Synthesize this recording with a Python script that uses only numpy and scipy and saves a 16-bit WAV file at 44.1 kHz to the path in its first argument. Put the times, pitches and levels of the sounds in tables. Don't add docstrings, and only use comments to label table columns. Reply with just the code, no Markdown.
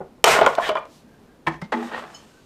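import sys
import numpy as np
from scipy import signal
from scipy.fft import rfft, irfft
from scipy.io import wavfile
from scipy.ndimage import uniform_filter1d

SR = 44100
rng = np.random.default_rng(int(sys.argv[2]) if len(sys.argv) > 2 else 0)


def materialize(psi):
    bounded = np.clip(np.atleast_2d(psi).T, -1, 1)
    quanta = np.round(bounded * 32767).astype(np.int16)
    wavfile.write(sys.argv[1], SR, quanta)


def boost_factor(decibels):
    exponent = np.asarray(decibels, float) / 20
    return 10 ** exponent


N = 108045
TIME = np.arange(N) / SR

# (pitch [Hz], level [dB], time to fall 60 dB [s])
HELD_RINGS = [(360, -17, 0.034), (456.7, -6.5, 0.33), (565.3, 3.5, 0.14), (640, 5, .1), (871, 2, 0.087),
              (885, -4.5, 0.17), (1020, 4.5, 0.032), (1200, 0.5, 0.13), (1444, -3.5, .1), (1554, -7, 0.055),
              (1810, -13.5, 0.12), (2420, -13, .08), (2830, -15.5, .08), (3040, -14.5, 0.16)]
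# (pitch [Hz], level [dB], time to fall 60 dB [s])
LAID_RINGS = [(156, -12.5, 0.42), (237, 0, 0.4), (334, -2.5, 0.32), (570, -16.5, 0.14), (644, -22.5, 0.14),
              (825, -8, 0.26), (894, -4, 0.16), (1010, -22, 0.36), (1170, -32, 0.12), (1440, -26, 0.3),
              (1808, -7.5, 0.077), (2064, 2.5, 0.053), (2353, -21, 0.12), (2800, -40, 0.11)]
# (frequency [Hz], level [dB per Hz])
SHEET = [(120, -30.5), (294, -20.5), (400, -3.5), (600, -2), (1100, -1), (2400, -12.5), (3300, -18),
         (4500, -25.5)]
# (frequency [Hz], level [dB per Hz])
ROUGH_CONTACT = [(2500, -3), (4270, -6.5), (7000, -9), (8900, -11.5), (10200, -22), (11800, -17),
                 (13200, -24), (16000, -27.5)]
RING_DAMPING = .5


def rms_one(x):
    return x / np.sqrt(np.mean(x ** 2) + 1e-20)


def energy_one(x):
    return x / np.sqrt(np.sum(x ** 2))


def high(x, hz):
    return signal.sosfilt(signal.butter(3, hz, "high", fs=SR, output="sos"), x)


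def wander(hz):
    drift = signal.sosfilt(signal.butter(2, hz, fs=SR, output="sos"), rng.standard_normal(N + SR))
    return rms_one(drift[SR:])


def ring(x, hz, t60):
    shrink = boost_factor(-60 / (max(t60, .0003) * SR))
    turn = 2 * np.pi * hz / SR
    return signal.lfilter([0, np.sin(turn)], [1, -2 * shrink * np.cos(turn), shrink ** 2], x + 1e-18)


def modes(force, table, damping, longest=.13):
    out = 0
    for k, (hz, db, t60) in enumerate(table):
        out = out + (-1) ** k * boost_factor(db) * ring(force, hz, min(t60 * damping, longest))
    return out


def colour(x, points):
    hz, db = np.transpose(points)
    f = np.maximum(np.fft.rfftfreq(4096, 1 / SR), 1)
    octaves_outside = np.maximum(np.log2(hz[0] / f), 0) + np.maximum(np.log2(f / hz[-1]), 0)
    level = np.interp(np.log(f), np.log(hz), db) - 24 * octaves_outside
    cepstrum = irfft(np.log(boost_factor(level)))
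    cepstrum[1:2048] *= 2
    cepstrum[2049:] = 0
    h = irfft(np.exp(rfft(cepstrum)))
    return signal.fftconvolve(x, energy_one(h))[:len(x)]


def knocks(events, table, modes_db, own_t60, sheet_db, chatter_ms, crack_ms):
    out, size = np.zeros(N + SR), SR // 2
    t = np.arange(size) / SR
    for s, ring_db, ring_hz, clack_db, crack_db in events:
        noise, chance = rng.standard_normal(size), rng.random(size)
        touch = noise * (chance < .15) * np.exp(-t / (chatter_ms / 1000))
        touch[0] = 1
        touch = energy_one(touch)
        tilt = rng.normal(0, 3.0, len(table))
        struck = [(hz, db + change, t60) for (hz, db, t60), change in zip(table, tilt)]
        own = ring(np.arange(size) == 0, ring_hz, own_t60) + .5 * ring(touch, ring_hz, own_t60)
        clack = boost_factor(modes_db) * modes(touch, struck, RING_DAMPING) + boost_factor(sheet_db) * colour(touch, SHEET)
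        crack = colour(noise * np.exp(-t / (crack_ms / 1000)), ROUGH_CONTACT)
        i = int(s * SR)
        out[i:i + size] += boost_factor(ring_db - 3) * own + boost_factor(clack_db) * clack + boost_factor(crack_db + 12) * crack
    return out[:N]


def scrape(rows, table, modes_db, sheet_db):
    slips_per_s, slip_spread_db, judder_db, judder_hz = 3200, 2.8, 2.3, 80
    s, force_db, grit_db = np.transpose(rows)
    on = uniform_filter1d(1. * (TIME > s[0]) * (TIME < s[-1]), size=200)
    force, grit = np.interp(TIME, s, force_db), np.interp(TIME, s, grit_db)
    sizes = boost_factor(slip_spread_db * np.minimum(rng.exponential(1, N), 4)) * rng.choice([-1, 1], N)
    slips = rms_one(sizes * (rng.random(N) < slips_per_s / SR)) * boost_factor(judder_db * wander(judder_hz))
    drive = slips * on * boost_factor(force)
    rung = modes(drive, table, RING_DAMPING) / np.std(modes(slips, table, RING_DAMPING))
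    hiss = (rng.standard_normal(N) + 0.19 * slips) * boost_factor(0.5 * wander(27)) * on * boost_factor(force + grit)
    return boost_factor(modes_db) * rung + boost_factor(sheet_db) * colour(drive, SHEET) + colour(hiss, ROUGH_CONTACT)


def clips_let_go():
    # (time [s], ring level [dB], ring pitch [Hz], clack level [dB], crack level [dB])
    snaps = [(.2415, -2, 884, -1, -11), (.281, -3.5, 630, -11, -35), (.389, -2.5, 606, -8, -40.5),
             (.413, -6, 526, -5, -44), (.417, -16.5, 640, -8.5, -44.5), (.432, -4, 950, -11, -66),
             (.463, -12, 1440, -4, -33.5), (.467, -3, 1078, -12, -42.5), (.4755, -1.5, 1026, -25, -49),
             (.485, -14.5, 905, -27, -54), (.552, -32, 3500, -45, -43), (.582, -10.5, 826, -28, -70),
             (.586, -13.5, 1454, -23, -68), (.598, -34, 1010, -33, -72), (.691, -10, 451, -16, -42),
             (.695, -14, 1200, -20.5, -46.5), (.7535, -16, 650, -16.5, -53.5), (.769, -15, 666, -16.5, -65),
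             (.776, -23.5, 700, -20.5, -68), (.854, -48.5, 1000, -33.5, -62)]
    sound = knocks(snaps, HELD_RINGS, modes_db=-11.5, own_t60=.022, sheet_db=13, chatter_ms=2.0, crack_ms=2.32)
    return high(sound, 240)


def panel_grates():
    # (time [s], force [dB], grit over force [dB])
    pulls = [
        [(.243, -23, -23), (.262, -15, -7.5), (.33, -16.5, -6), (.38, -17, -17), (.405, -27.5, -11),
         (.43, -17, -37), (.49, -30.5, -13), (.53, -29, -20), (.57, -44.5, -8)],
        [(.575, -28, -39), (.61, -40.5, -5.5), (.64, -31.5, -10), (.685, -27.5, -11.5), (.72, -34, -26),
         (.75, -49, -41), (.79, -45, -9), (.83, -46, -60), (.9, -71, -3)],
    ]
    return high(scrape(np.concatenate(pulls), HELD_RINGS, modes_db=-10.0, sheet_db=-1.3), 240)


def pings():
    # (time [s], level [dB], pitch [Hz], swell [s], time to fall 60 dB [s])
    patches = [(.4125, -10, 606, 0.0017, 0.012), (.416, 0.5, 644, 0.0022, 0.013),
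               (.463, -11.5, 2040, 0.0018, 0.012), (.463, -18, 3220, 0.0015, 0.019),
               (.573, -25, 640, 0.0035, 0.023), (.583, -7, 672, 0.0044, 0.018),
               (.597, -15.5, 1043, 0.0022, .04), (.6905, -25.5, 2333, 0.0024, .05),
               (.692, -27, 2770, 0.0041, 0.042), (0.6896, -20.5, 3005, 0.0013, 0.046),
               (.7, -16, 617, 0.0065, 0.12), (.753, -15, 1045, 0.0056, 0.035),
               (.754, -19.5, 1440, .003, 0.023), (.753, -29.5, 3040, 0.0036, 0.025),
               (.7535, -34, 3450, 0.0018, 0.038), (.77, -20.5, 1030, 0.0072, 0.0078),
               (.769, -28.5, 2384, 0.0087, 0.031), (.768, -35, 3350, .003, 0.026),
               (1.468, -15, 1032, 0.0079, 0.031), (1.468, -22, 2270, 0.0032, 0.042),
               (1.47, -28, 2730, 0.0021, .04), (1.468, -31.5, 3240, 0.0035, .04),
               (1.616, -37.5, 2112, 0.0052, 0.1), (1.617, -41, 894, .005, 0.088),
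               (1.722, -30.5, 2020, 0.0021, 0.05), (1.82, -28, 802, 0.008, 0.1),
               (1.925, -32, 1860, 0.031, 0.043)]
    out, rough = np.zeros(N), boost_factor(2.5 * wander(200))
    for s, db, hz, swell, t60 in patches:
        age = np.maximum(TIME - s, 0)
        rise = np.sin(np.pi / 2 * np.minimum(age / max(swell, .001), 1)) ** 2
        level = boost_factor(db - 60 * np.maximum(age - swell, 0) / max(t60, .005))
        out += level * rise * np.sin(2 * np.pi * (hz * age + rng.random()))
    return out * rough


def creaks():
    # (time [s], span [s], pitch [Hz], width [Hz], level [dB])
    rubs = [(.652, 0.045, 1770, 250, -31), (1.13, 0.054, 1600, 43.2, -63), (1.32, 0.041, 1606, 43.2, -66.5),
            (1.94, 0.015, 1868, 50, -34), (2.36, 0.064, 1517, 43, -62.5), (0.32, 0.038, 2280, 800, -20),
            (0.638, 0.022, 2340, 500, -37.5), (0.666, 0.048, 3400, 830, -35.5),
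            (1.534, 0.039, 5370, 4000, -57.5), (1.62, 0.0046, 5250, 680, -45.5),
            (1.642, .022, 4000, 3000, -54.5), (1.98, 0.038, 2700, 1600, -41), (.4, .13, 60, 55, -53),
            (.012, 0.0067, 800, 300, -33), (.445, 0.019, 780, 500, -26), (1.73, 0.0087, 3500, 3000, -37)]
    out = 0
    for s, span, hz, width, db in rubs:
        grains = rng.standard_normal(N) * (rng.random(N) < .1)
        rubbed = ring(ring(grains, hz, 1.4 / width), hz, 1.4 / width)
        out = out + boost_factor(db) * rms_one(rubbed) * np.exp(-np.abs((TIME - s) / span) ** 3)
    return out


def panel_drops():
    # (time [s], ring level [dB], ring pitch [Hz], clack level [dB], crack level [dB])
    hits = [(1.466, -29.5, 990, -18.5, -59), (1.47, -25, 807, -11, -48), (1.476, -17, 1776, -14, -65),
            (1.482, -18, 996, -22, -50), (1.538, -40, 1000, -28, -75), (1.616, -58, 2380, -23, -55),
            (1.7215, -29, 1080, -12, -52), (1.725, -26.5, 1120, -12, -69), (1.73, -19.5, 1054, -17, -67),
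            (1.739, -18, 1170, -14.5, -61), (1.828, -38, 1300, -26, -60)]
    sound = knocks(hits, LAID_RINGS, modes_db=-12.0, own_t60=.035, sheet_db=15.0, chatter_ms=8.3, crack_ms=5.7)
    return high(sound, 380)


def thumps():
    # (time [s], level [dB], pitch [Hz], time to fall 60 dB [s])
    pushes = [(1.466, -43, 60.8, 0.48), (1.471, -28.5, 156, 0.37), (1.471, -31, 237, 0.18),
              (1.472, -29, 334, 0.15), (1.622, -14, 168, 0.036), (1.644, -30, 214, 0.073),
              (1.735, -24.5, 235.5, 0.78), (1.745, -31, 335.5, 1), (1.761, -29.5, 423.3, 0.41),
              (.008, -31.5, 374, 0.16), (.01, -40.5, 154.8, .15), (0.263, -37.5, 146, 1),
              (0.319, -30, 224, 0.17)]
    settle_s, settle_span_s = 1.872, 0.01
    out = 0
    for s, db, hz, t60 in pushes:
        age = TIME - s
        swell = np.clip(age / .006, 0, 1)
        fall = boost_factor(-60 * np.maximum(age, 0) / t60)
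        out = out + boost_factor(db) * np.sin(2 * np.pi * hz * age) * fall * swell * boost_factor(2.5 * wander(22))
    return out * (1 - np.tanh((TIME - settle_s) / settle_span_s)) / 2


def panel_slides():
    # (time [s], force [dB], grit over force [dB])
    path = [(1.73, -40.5, -15), (1.8, -33, -21), (1.87, -41, -9.5), (1.91, -37.5, -18),
            (1.945, -27.5, -28.5), (1.99, -34.5, -15), (2.05, -39, -21), (2.15, -46.5, -10), (2.45, -69, 4)]
    return high(scrape(path, LAID_RINGS, modes_db=-14, sheet_db=-3.3), 93)


def fingers_grip():
    # (time [s], ring level [dB], ring pitch [Hz], clack level [dB], crack level [dB])
    grips = [
        (.004, -17, 546, -20, -80),
        (.014, -24.5, 375, -26.5, -90),
        (.18, -43, 400, -42.5, -93),
        (.195, -43.5, 600, -42, -88.5),
    ]
    sound = knocks(grips, HELD_RINGS, modes_db=-14.5, own_t60=0.019, sheet_db=16.7, chatter_ms=18.0, crack_ms=3.0)
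    return high(signal.lfilter(*signal.butter(2, 700, fs=SR), sound), 240)


def squeak():
    hz, width_hz, level_db = 1880, 22, -48.5
    middle_s, span_s = 1.89, .085
    out = 0
    for k, db in ((1, -1.5), (2, -10.5)):
        tone = ring(rng.standard_normal(N), k * hz, 3.4 / (k * width_hz))
        out = out + boost_factor(db) * rms_one(tone)
    return boost_factor(level_db) * out * np.exp(-((TIME - middle_s) / span_s) ** 4)


def chink():
    # (pitch [Hz], level [dB], time to fall 60 dB [s])
    metal = [(2981, 1.5, 0.26), (3112, -2, 0.4), (4360, -0.5, 0.35), (5240, 6, 0.096), (6160, -11, 0.52),
             (6410, 0, 0.22), (6760, 10.5, 0.042), (7240, -6, 0.49)]
    start_s, level_db, rattle_ms = 2.141, -46, 16.0
    age = TIME - start_s
    fade = (age > 0) * np.exp(-np.maximum(age, 0) / (rattle_ms / 1000))
    touch = rng.standard_normal(N) * (rng.random(N) < .05) * fade
    return boost_factor(level_db) * modes(energy_one(touch), metal, .6, longest=.2)


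def swish():
    middle_s, span_s, level_db, hz = 0.95, 0.071, -57.5, 5630
    band = signal.butter(1, [.5 * hz, 1.085 * hz], "band", fs=SR, output="sos")
    air = signal.sosfilt(band, rng.standard_normal(N))
    return boost_factor(level_db) * rms_one(air) * np.exp(-((TIME - middle_s) / span_s) ** 2)


def room(x):
    t60_s, level_db, wall_hz = 0.27, -15.5, 3500
    t = np.arange(SR // 2) / SR
    tail = rng.standard_normal(len(t)) * boost_factor(-60 * t / t60_s) * (t > .006)
    tail = signal.lfilter(*signal.butter(1, wall_hz, fs=SR), tail)
    return boost_factor(level_db) * signal.fftconvolve(x, energy_one(tail))[:N]


def room_tone():
    # (frequency [Hz], level [dB per Hz])
    air = [(25, -6), (92, -9), (153, -4.5), (240, -2.5), (476, -10), (714, -15), (1700, -24.5),
           (16000, -43)]
    return colour(rng.standard_normal(N + SR), air)[SR:] * boost_factor(-52.5 + 0.8 * wander(2.7))


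def scene():
    pulled = clips_let_go() + panel_grates() + pings() + creaks()
    fallen = panel_drops() + thumps() + panel_slides()
    near = pulled + fallen + fingers_grip() + squeak() + chink() + swish()
    return (near + room(near) + room_tone())[None]


def top_cut(x):
    return signal.sosfilt(signal.butter(12, 17150, fs=SR, output="sos"), x)


def record(dry):
    flattened = 1.1 * np.tanh(dry / 1.1)
    mix = signal.sosfilt(signal.cheby2(10, 60, 16500, fs=SR, output="sos"), flattened)
    return top_cut(np.clip(mix, -.97, .97))


dry = scene()
out = record(dry)
materialize(out)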